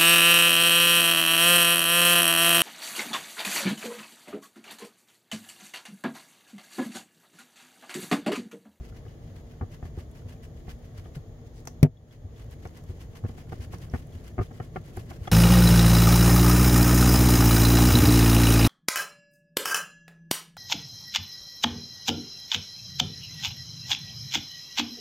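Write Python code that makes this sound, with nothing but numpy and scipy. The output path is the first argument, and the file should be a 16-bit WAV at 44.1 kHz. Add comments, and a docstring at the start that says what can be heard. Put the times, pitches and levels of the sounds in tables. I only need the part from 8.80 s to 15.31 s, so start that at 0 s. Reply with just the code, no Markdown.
"""A wooden spoon stirs stiff, floury dough in a glass bowl on a wooden board: grainy noise bursts hiss and tear.
The spoon knocks on the dough-damped glass, heard as decaying modes, and the bowl thuds on the board as slow swings.
In a pause a dash of water patters as shaped noise, and a cup set down hard booms, cracks and rattles.
That peak pulls the gain down, so the kitchen's rumble, hum and hiss dip and climb back."""
import sys
import numpy as np
from scipy import signal
from scipy.fft import rfft, irfft, next_fast_len
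from scipy.io import wavfile
from scipy.ndimage import uniform_filter1d, minimum_filter1d, map_coordinates

SR = 44100
rng = np.random.default_rng(int(sys.argv[2]) if len(sys.argv) > 2 else 0)


def generate_wav(sig):
    """Save sig (samples, or channels by samples) to the path in sys.argv[1] as 16-bit PCM at SR."""
    pcm = np.round(np.clip(np.atleast_2d(sig).T, -1, 1) * 32767).astype(np.int16)
    wavfile.write(sys.argv[1], SR, pcm)


N = 287311

# The spoon shears through the dough. Each row: middle in seconds, relative level in dB, length in seconds.
STROKES = [(0.048, -51.0, 0.033), (0.091, -49.0, 0.019), (0.167, -51.5, 0.035), (0.291, -55.0, 0.076),
           (0.48, -57, 0.07), (0.572, -52, 0.04), (0.72, -56.5, 0.07), (0.939, -45.5, 0.029),
           (1.058, -50.5, 0.033), (1.192, -46.5, 0.036), (1.375, -50.0, 0.046), (1.507, -48.0, 0.041),
           (1.644, -44.5, 0.021), (1.789, -54.0, 0.035), (1.901, -43.5, 0.03), (2.056, -56.0, 0.06),
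           (2.178, -45.5, 0.032), (2.265, -53, 0.025), (2.361, -45.0, 0.021), (3.329, -48.0, 0.035),
           (3.602, -51.5, 0.064), (3.724, -47.5, 0.026), (3.854, -52.0, 0.062), (3.973, -46.5, 0.03),
           (4.104, -51.5, 0.047), (4.213, -48.0, 0.05), (4.365, -46.5, 0.038), (4.492, -48.0, 0.036),
           (4.594, -47.5, 0.043), (4.733, -46.0, 0.04), (4.829, -43.5, 0.03), (4.941, -42.0, 0.027),
           (5.033, -44.0, 0.037), (5.172, -47.0, 0.066), (5.353, -50.5, 0.069), (5.461, -47.0, 0.05),
           (5.628, -48.5, 0.056), (5.758, -53.0, 0.058), (5.843, -47.0, 0.035), (5.967, -49.0, 0.028),
           (6.08, -50.0, 0.057), (6.183, -43.5, 0.041), (6.306, -46.0, 0.041), (6.351, -48.0, 0.029),
           (6.454, -45.5, 0.048)]
# The spoon strikes the bowl through dough. Each row: start in seconds, relative force in dB,
# cushioning by the dough in dB, pitch of the bowl's rocking in Hz.
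BLOWS = [(0.003, -30, 24, 64), (0.261, -38, 11, 90), (0.811, -25.5, 10, 74), (0.826, -29, 12, 97),
         (1.027, -30.5, 11, 70), (1.052, -29.5, 17, 79), (1.175, -26.5, 18, 85), (1.452, -29, 28, 98),
         (1.879, -33.5, 9, 62), (1.937, -34, 36, 56), (2.187, -34, 30, 78), (2.255, -38, 10, 90),
         (2.367, -29, 30, 141), (3.447, -31, 36, 85), (3.853, -35, 2, 90), (4.094, -27.5, 22, 88),
         (4.439, -23, 18, 105), (4.449, -29, 11, 95), (4.492, -31, 17, 75), (4.576, -41, 5, 90),
         (4.722, -30.5, 4, 91), (4.793, -26.5, 28, 88), (4.933, -27, 11, 80), (5.137, -22, 8, 80),
         (5.149, -32, 3, 90), (5.343, -30, 32, 85), (5.581, -21, 6, 112), (5.592, -21, 10, 57),
         (5.608, -23, 8, 98), (5.71, -38, 7, 100), (5.8, -28, 5, 90), (5.959, -25, 1, 146),
         (6.17, -29, 7, 92), (6.31, -41, -3, 90), (6.414, -29, 36, 75), (6.475, -37, -8, 106)]
# Upper modes of the dough-damped glass. 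Each row: frequency in Hz, width in Hz, relative level in dB.
BOWL_HIGH = [(1090, 90, 1.5), (1187, 50, 1), (1385, 41, -1), (1680, 37, -7.5), (1788, 160, -0.5),
             (2055, 88, -4.5), (2174, 78, -6.5), (2650, 32, -8), (2984, 68, -9.5)]
# Spectrum of hissing flour. Each row: frequency in Hz, relative level in dB.
FLOUR = [(4000, -42), (7000, 1.5), (9000, -0.5), (11500, 2), (15500, -5)]


def amp(db):
    """Level is logarithmic: 20 dB is a factor of ten in amplitude."""
    return 10 ** (np.asarray(db) / 20)


def unit(x):
    """Root-mean-square normalization: scale to rms 1."""
    return x / np.sqrt(np.mean(x ** 2) + 1e-20)


def along(points, hz):
    """Logarithmic frequency scale: interpolate (Hz, value) points along it."""
    f, v = np.transpose(points)
    return np.interp(np.log(hz + 1), np.log(f + 1), v)


def wobble(rate):
    """Band-limited fluctuation: a smooth curve through random knots, rate of them a second."""
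    knots = rng.standard_normal(int(N * rate / SR) + 4)
    return map_coordinates(knots, [np.arange(N) * rate / SR])


def filtered(x, response):
    """Linear filtering: multiply the spectrum of x by a response of frequency."""
    m = next_fast_len(N + SR // 2)
    return irfft(rfft(x, m) * response(np.fft.rfftfreq(m, 1 / SR)), m)[..., :N]


def add(track, s, sound):
    """Superposition: mix a sound into a track from time s in seconds."""
    part = track[..., max(round(s * SR), 0):][..., :sound.shape[-1]]
    part += sound[..., :part.shape[-1]]


def noise(spectrum, grain_db=0):
    """Interaural coherence: stereo noise of rms 1, near mono in the bass; grain_db breaks it into tiny grains."""
    # Each row: frequency in Hz, left-right correlation from 0 to 1.
    alike = [(120, .99), (250, 0.84), (600, 0.69), (1200, 0), (3000, 0), (10000, 0.04)]
    pair = rng.standard_normal((2, N))
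    if grain_db:
        pair = pair * amp(abs(grain_db) * wobble(1400))

    def mid_side_response(hz):
        angle = np.arccos(np.clip(along(alike, hz), -1, 1)) / 2
        return amp(along(spectrum, hz)) * [np.cos(angle), np.sin(angle)]

    mid, side = filtered(pair, mid_side_response)
    return unit(np.array([mid + side, mid - side]))


def ring(modes, spread):
    """Modal decay: a wider resonance dies faster; each mode draws a strength, detuning and stereo phase."""
    t = np.arange(SR // 8) / SR
    out = 0
    for hz, width, db in modes:
        strength, detune, side = rng.standard_normal(3)
        pitch = hz * (1 + .008 * detune)
        phase = 2 * np.pi * pitch * t + np.array([[1], [-1]]) * spread * np.tanh(2 * side)
        level = amp(db + 2.25 * strength) * width
        out = out + level * np.exp(-np.pi * width * t) * np.sin(phase)
    return out * (1 - np.exp(-t / 0.00069))  # the contact takes a moment to build up


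def swells(levels_db):
    """Energy summation: the joint level of all strokes, each rising and fading around its middle."""
    t = np.arange(0, N + 100, 100) / SR
    middle, _, length = np.transpose(STROKES)[..., None]
    each = amp(levels_db)[:, None] / np.cosh(np.clip(2 * (t - middle) / length, -20, 20))
    return np.interp(np.arange(N) / SR, t, np.linalg.norm(each, axis=0))


def crackle(rate, size_db):
    """Damped bubble oscillation: air pockets in sticky dough pop at random, rate of them a second."""
    out, t = np.zeros((2, N)), np.arange(SR // 80) / SR
    for when, pitch, size, side in rng.random((int(rate * N / SR), 4)):
        hz = 1300 * 5 ** pitch
        size_level = amp(size_db * (-np.log(size + 0.036) - 2))  # many small pops, few large
        pop = size_level * np.sin(2 * np.pi * hz * t) * np.exp(-hz * t / 7)
        add(out, when * N / SR, np.sqrt([[side], [1 - side]]) * pop)
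    return out


def strokes():
    """Stick-slip friction: dough tears in fine grains, dry flour hisses and the lump drags on the bowl."""
    # Spectrum of the tearing dough. Each row: frequency in Hz, relative level in dB.
    shear_spectrum = [(200, -21), (600, -3), (1200, 2), (2100, 5), (2600, 1.5), (3000, 3.5), (3700, -3),
                      (4900, -1.5), (6700, -4.5), (7600, -25.5), (10000, -23)]
    # Spectrum of the lump dragging on the bowl. Each row: frequency in Hz, relative level in dB.
    drag_spectrum = [(30, -15), (80, 2), (160, -1), (300, -13), (600, -18), (1200, -59), (3000, -120)]
    ordinary_db = -46  # shear level of an ordinary stroke
    flour_db, flour_grows = -64.2, 1.1  # relative flour level at that stroke, and its dB per dB of stroke
    loose_flour_db = -27  # flour sliding between the strokes, relative to the stirring effort
    brisker_db_per_s = 0.28  # the hiss grows as the stirring gets brisker

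    _, shear_db, _ = np.transpose(STROKES)
    shear = swells(shear_db)
    effort = uniform_filter1d(shear, SR // 4)
    stroke_flour = swells(flour_db + flour_grows * (shear_db - ordinary_db))
    flour = np.hypot(stroke_flour, amp(loose_flour_db) * effort)
    grip = amp(2.77 * wobble(110))  # the spoon catches and gives

    tearing = amp(-10) * shear * noise(shear_spectrum, grain_db=2.5)
    glass = ring(BOWL_HIGH, spread=1.0)
    glass = glass / np.linalg.norm(glass[0])
    rubbing = amp(-15.5) * signal.fftconvolve(tearing, glass, axes=1)[:, :N]  # faintly rings the bowl
    hissing = amp(brisker_db_per_s * np.arange(N) / SR) * flour * noise(FLOUR, grain_db=3)
    dragging = amp(3.5) * noise(drag_spectrum)
    popping = amp(-1.5) * crackle(rate=50, size_db=7.5)
    return grip * (tearing + hissing) + rubbing + effort * (dragging + popping)


def knocks():
    """Impact excitation: a landing and a run of slips drive the glass modes; dough mutes the low ones least."""
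    # Lower modes of the dough-damped glass. Each row: frequency in Hz, width in Hz, relative level in dB.
    bowl_low = [(171, 25, 4), (238, 63, 2.5), (361.4, 81, 2), (457, 58, -3.5)]
    # Middle modes of the same glass. Each row: frequency in Hz, width in Hz, relative level in dB.
    bowl_mid = [(609, 180, 0.5), (715.5, 73, 2), (980, 150, -8.5)]
    hollow_share, clack_share = 0.5, 1.0  # dB that the low and the high ring lose per dB of cushioning
    chatter_s, chatter_s_per_db = 0.008, 0.0002  # the spoon slips for longer on more dough
    contact_hz, dulling_db = 3600, 9  # bandwidth of a bare contact, and the cushioning that halves it

    out, t = np.zeros((2, N)), np.arange(SR // 16) / SR
    for s, force_db, cushion_db, _ in BLOWS:
        chatter = chatter_s + chatter_s_per_db * cushion_db
        slips = (rng.random(len(t)) < 800 / SR) * rng.standard_normal(len(t))  # about 800 a second
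        force = 1.13 * slips * np.exp(-(t / chatter) ** 2)
        force[0] = 1  # the landing itself
        soft_hz = min(contact_hz * 2 ** (-cushion_db / dulling_db), SR / 3)  # dough softens the contact
        force = signal.lfilter(*signal.butter(2, soft_hz, fs=SR), force)
        bands = ((bowl_low, .35, -14.5 - hollow_share * cushion_db),
                 (bowl_mid, .5, -17.5 - cushion_db),
                 (BOWL_HIGH, .9, -23.5 - clack_share * cushion_db))
        for modes, spread, db in bands:
            sound = signal.fftconvolve(ring(modes, spread), force[None], axes=1)
            add(out, s, amp(force_db + db) * unit(sound))
    return out


def thuds():
    """Damped rocking: each push swings the bowl on the board; a glancing blow hardly moves it."""
    lead_s = 0.002  # the dough passes on the push before the spoon reaches the glass
    push_cushion_db, glance_share = 8, 0.7  # below this cushioning the spoon glances: dB of thud lost per dB
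    out, t = np.zeros(N), np.arange(SR // 8) / SR
    u = t / 0.0078  # time relative to the envelope's peak
    for s, force_db, cushion_db, hz in BLOWS:
        push_db = force_db + 0.4 - glance_share * max(push_cushion_db - cushion_db, 0)
        swing = u * np.exp(1 - u) * np.sin(2 * np.pi * hz * t)
        add(out, s - lead_s, -amp(push_db) * swing)
    return out


def tinks():
    """Lightly damped resonance: where no dough clings, the rim answers a tap with a short high note."""
    # Light taps on the bare rim. Each row: start in seconds, relative level in dB.
    taps = [(0.5641, -61), (2.2568, -61), (3.1707, -53.5), (3.3099, -54), (3.5628, -57), (5.3238, -56),
            (6.4734, -38.5)]
    # Modes of the rim. Each row: frequency in Hz, width in Hz, relative level in dB.
    rim = [(3380, 70, 0), (3200, 90, -27), (3630, 110, -12)]
    out = np.zeros((2, N))
    for s, db in taps:
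        add(out, s, amp(db - 19.5) * unit(ring(rim, spread=0.53)))
    return out


def clicks():
    """Transient excitation: drops, crumbs and snapping strands each give a short, decaying noise burst."""
    # The clearest of them. Each row: start in seconds, relative level of the tick in dB, of the lower snap in dB.
    events = [(1.3123, -52, -64), (2.802, -54, -57), (2.8527, -44, -47), (2.872, -36.5, -27),
              (2.8804, -55, -40), (3.71, -47.5, -59), (3.8721, -52, -45), (4.0376, -50.5, -54),
              (4.9831, -48, -47), (5.2679, -51, -85), (6.1674, -38.5, -53), (6.4762, -47, -38.5)]
    # Spectrum of the snap. Each row: frequency in Hz, relative level in dB.
    snap_spectrum = [(200, 3), (700, 9.5), (2000, -1.5), (4000, -11.5), (6000, 5), (7500, -11),
                     (12000, -29)]
    tick, snap, t = np.zeros(N), np.zeros(N), np.arange(SR // 16) / SR
    rise = 1 - np.exp(-t / .0012)
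    for s, db, snap_db in events:
        add(tick, s, rise * amp(db - 2.5 - 60 * t / 0.022))
        add(snap, s, rise * amp(snap_db + 1 - 60 * t / 0.023))
    return tick * noise(FLOUR) + snap * noise(snap_spectrum)


def pour():
    """Random impacts: a thin stream of water patters into the flour as grainy noise."""
    # A dash of water. Each row: middle in seconds, relative level in dB, length in seconds.
    dashes = [(2.67, -63.5, 0.012), (2.78, -62, 0.037)]
    t = np.arange(N) / SR
    flow = sum(amp(db) * np.exp(-((t - s) / length) ** 2) for s, db, length in dashes)
    patter = [(500, -20), (2000, -5), (5500, -3), (8000, -9.5), (15000, -16.5)]  # Hz, relative dB
    return flow * noise(patter, grain_db=4.5)


def bump():
    """Structural impact: the cup sets off the counter's deep mode, smaller modes, a dry crack and a rattle."""
    # The counter's deepest mode: frequency in Hz, time to decay by 60 dB in seconds.
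    boom_hz, boom_t60 = (148.3, 0.082)
    # Modes of cup and counter. Each row: frequency in Hz, width in Hz, relative level in dB.
    ring_modes = [(105, 19.3, 8), (198, 52, -6), (246, 24, 6), (289, 33, -14), (392, 25, -8),
                  (484, 13, -16.5), (636, 20, -12), (728, 16, -26.5), (978, 33, -25), (1390, 35, -35),
                  (2000, 39, -28), (2300, 35, -28), (2570, 42, -38), (4180, 70, -32), (4800, 49, -37),
                  (5760, 83, -34), (8540, 90, -40), (11480, 90, -38)]
    # Spectrum of the crack. Each row: frequency in Hz, relative level in dB.
    crack_spectrum = [(60, -41), (250, 4), (700, -1.5), (1300, -6), (2150, 8.5), (2700, -1.5), (4200, -3.5),
                      (5800, -8), (9000, -9.5), (11500, -5), (16000, -11.5)]
    # Spectrum of the rattle. Each row: frequency in Hz, relative level in dB.
    rattle_spectrum = [(80, -44), (250, 0), (650, -4), (1000, -19), (2300, -24), (4000, -44.5)]
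    start_s = 3.029

    body, (crack, rattle) = np.zeros((2, N)), np.zeros((2, N))
    t = np.arange(SR // 8) / SR
    onset = 1 - np.exp(-(t / 0.0039) ** 2)
    swing = np.sin(2 * np.pi * boom_hz * t) * amp(-60 * t / boom_t60) * onset
    add(body, start_s, -amp(6) * swing / np.abs(swing).max())
    add(body, start_s, -amp(-13.5) * unit(ring(ring_modes, spread=0.37)))
    body = signal.lfilter(*signal.butter(2, 70, "highpass", fs=SR), body)  # little of the bump sounds below about 70 Hz
    crack_decay = amp(-17.5 - 60 * t / 0.031) + amp(-41 - 60 * t / 0.05)  # a strong fast part and a weak slow one
    add(crack, start_s, crack_decay * (1 - np.exp(-t / 0.00042)))
    add(rattle, start_s, amp(-21.5) * np.exp(-(t / 0.035) ** 4))  # the rattle stops once the cup settles
    return body + crack * noise(crack_spectrum) + rattle * noise(rattle_spectrum)


def room(x):
    """Reverberation: a decaying noise response, different at each ear, with its own decay time per frequency."""
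    # Each row: frequency in Hz, time to decay by 60 dB in seconds.
    decay_times = [(100, 0.24), (600, 0.067), (3000, 0.14), (12000, 0.24)]
    hz, t, z = signal.stft(rng.standard_normal((2, SR // 3)), SR, nperseg=256)
    decay = amp(-60 * t / along(decay_times, hz)[:, None])
    tail = signal.istft(z * decay, SR, nperseg=256)[1]
    return signal.fftconvolve(x, tail / np.linalg.norm(tail[0]), axes=1)[:, :N]


def kitchen():
    """Stationary noise: an air rumble, a rough low hum in a narrow band and a thin hiss."""
    # Spectrum of the rumble. Each row: frequency in Hz, relative level in dB.
    rumble_spectrum = [(12, -36), (20, -10), (48, 2), (107, -3), (156, -3.5), (202, -20.5), (236, -7),
                       (275, -16.5), (344, -14.5), (381, -20.5), (452, -12), (510, -20.5), (659, -20.5),
                       (837, -27.5), (1200, -39.5), (1560, -46), (2640, -120)]
    # Spectrum of the hum. 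Each row: frequency in Hz, relative level in dB.
    hum_spectrum = [(40, -120), (70, -32.5), (90, -8.5), (102, 2), (116, -10.5), (140, -32.5), (300, -120)]
    # Spectrum of the hiss. Each row: frequency in Hz, relative level in dB.
    hiss_spectrum = [(700, -41), (1100, 5.5), (1500, -2), (1850, 3.5), (2600, -7.5), (3300, -1.5),
                     (3900, -5.5), (6000, -8.5), (6700, 0.5), (7400, -14), (8000, -20), (11500, -12.5),
                     (15500, -16.5)]
    rumble = amp(-44.5) * noise(rumble_spectrum)
    hum = amp(-51.5) * noise(hum_spectrum)
    hiss = amp(-66) * noise(hiss_spectrum)
    return rumble + hum + hiss


def scene():
    """Superposition of all sources; a small level difference sets the whole mix a little left of centre."""
    stirring = strokes() + knocks() + tinks() + clicks() + pour()
    mix = stirring + amp(-11) * room(stirring) + thuds() + bump() + kitchen()
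    return mix * amp([[.4], [-.4]])


def gain_control(x, ceiling_db, recovery_db):
    """Peak limiting: a peak over the ceiling pulls the gain down; it climbs back by recovery_db a second."""
    peak_db = 20 * np.log10(np.abs(x).max(axis=0) + 1e-9)
    needed = np.minimum(ceiling_db - peak_db, 0)
    climb = recovery_db * np.arange(N) / SR
    held = np.minimum.accumulate(needed - climb) + climb
    smooth = uniform_filter1d(minimum_filter1d(held, size=221), size=221)  # eases in around the peak
    return x * amp(smooth)


def record(dry):
    """Limiting and band limitation: the gain follows the peaks and nothing above the top frequency remains."""
    top_hz = 15900
    level = gain_control(dry, ceiling_db=-1.6, recovery_db=17)
    return filtered(level, lambda hz: hz < top_hz)


dry = scene()
out = record(dry)
generate_wav(out)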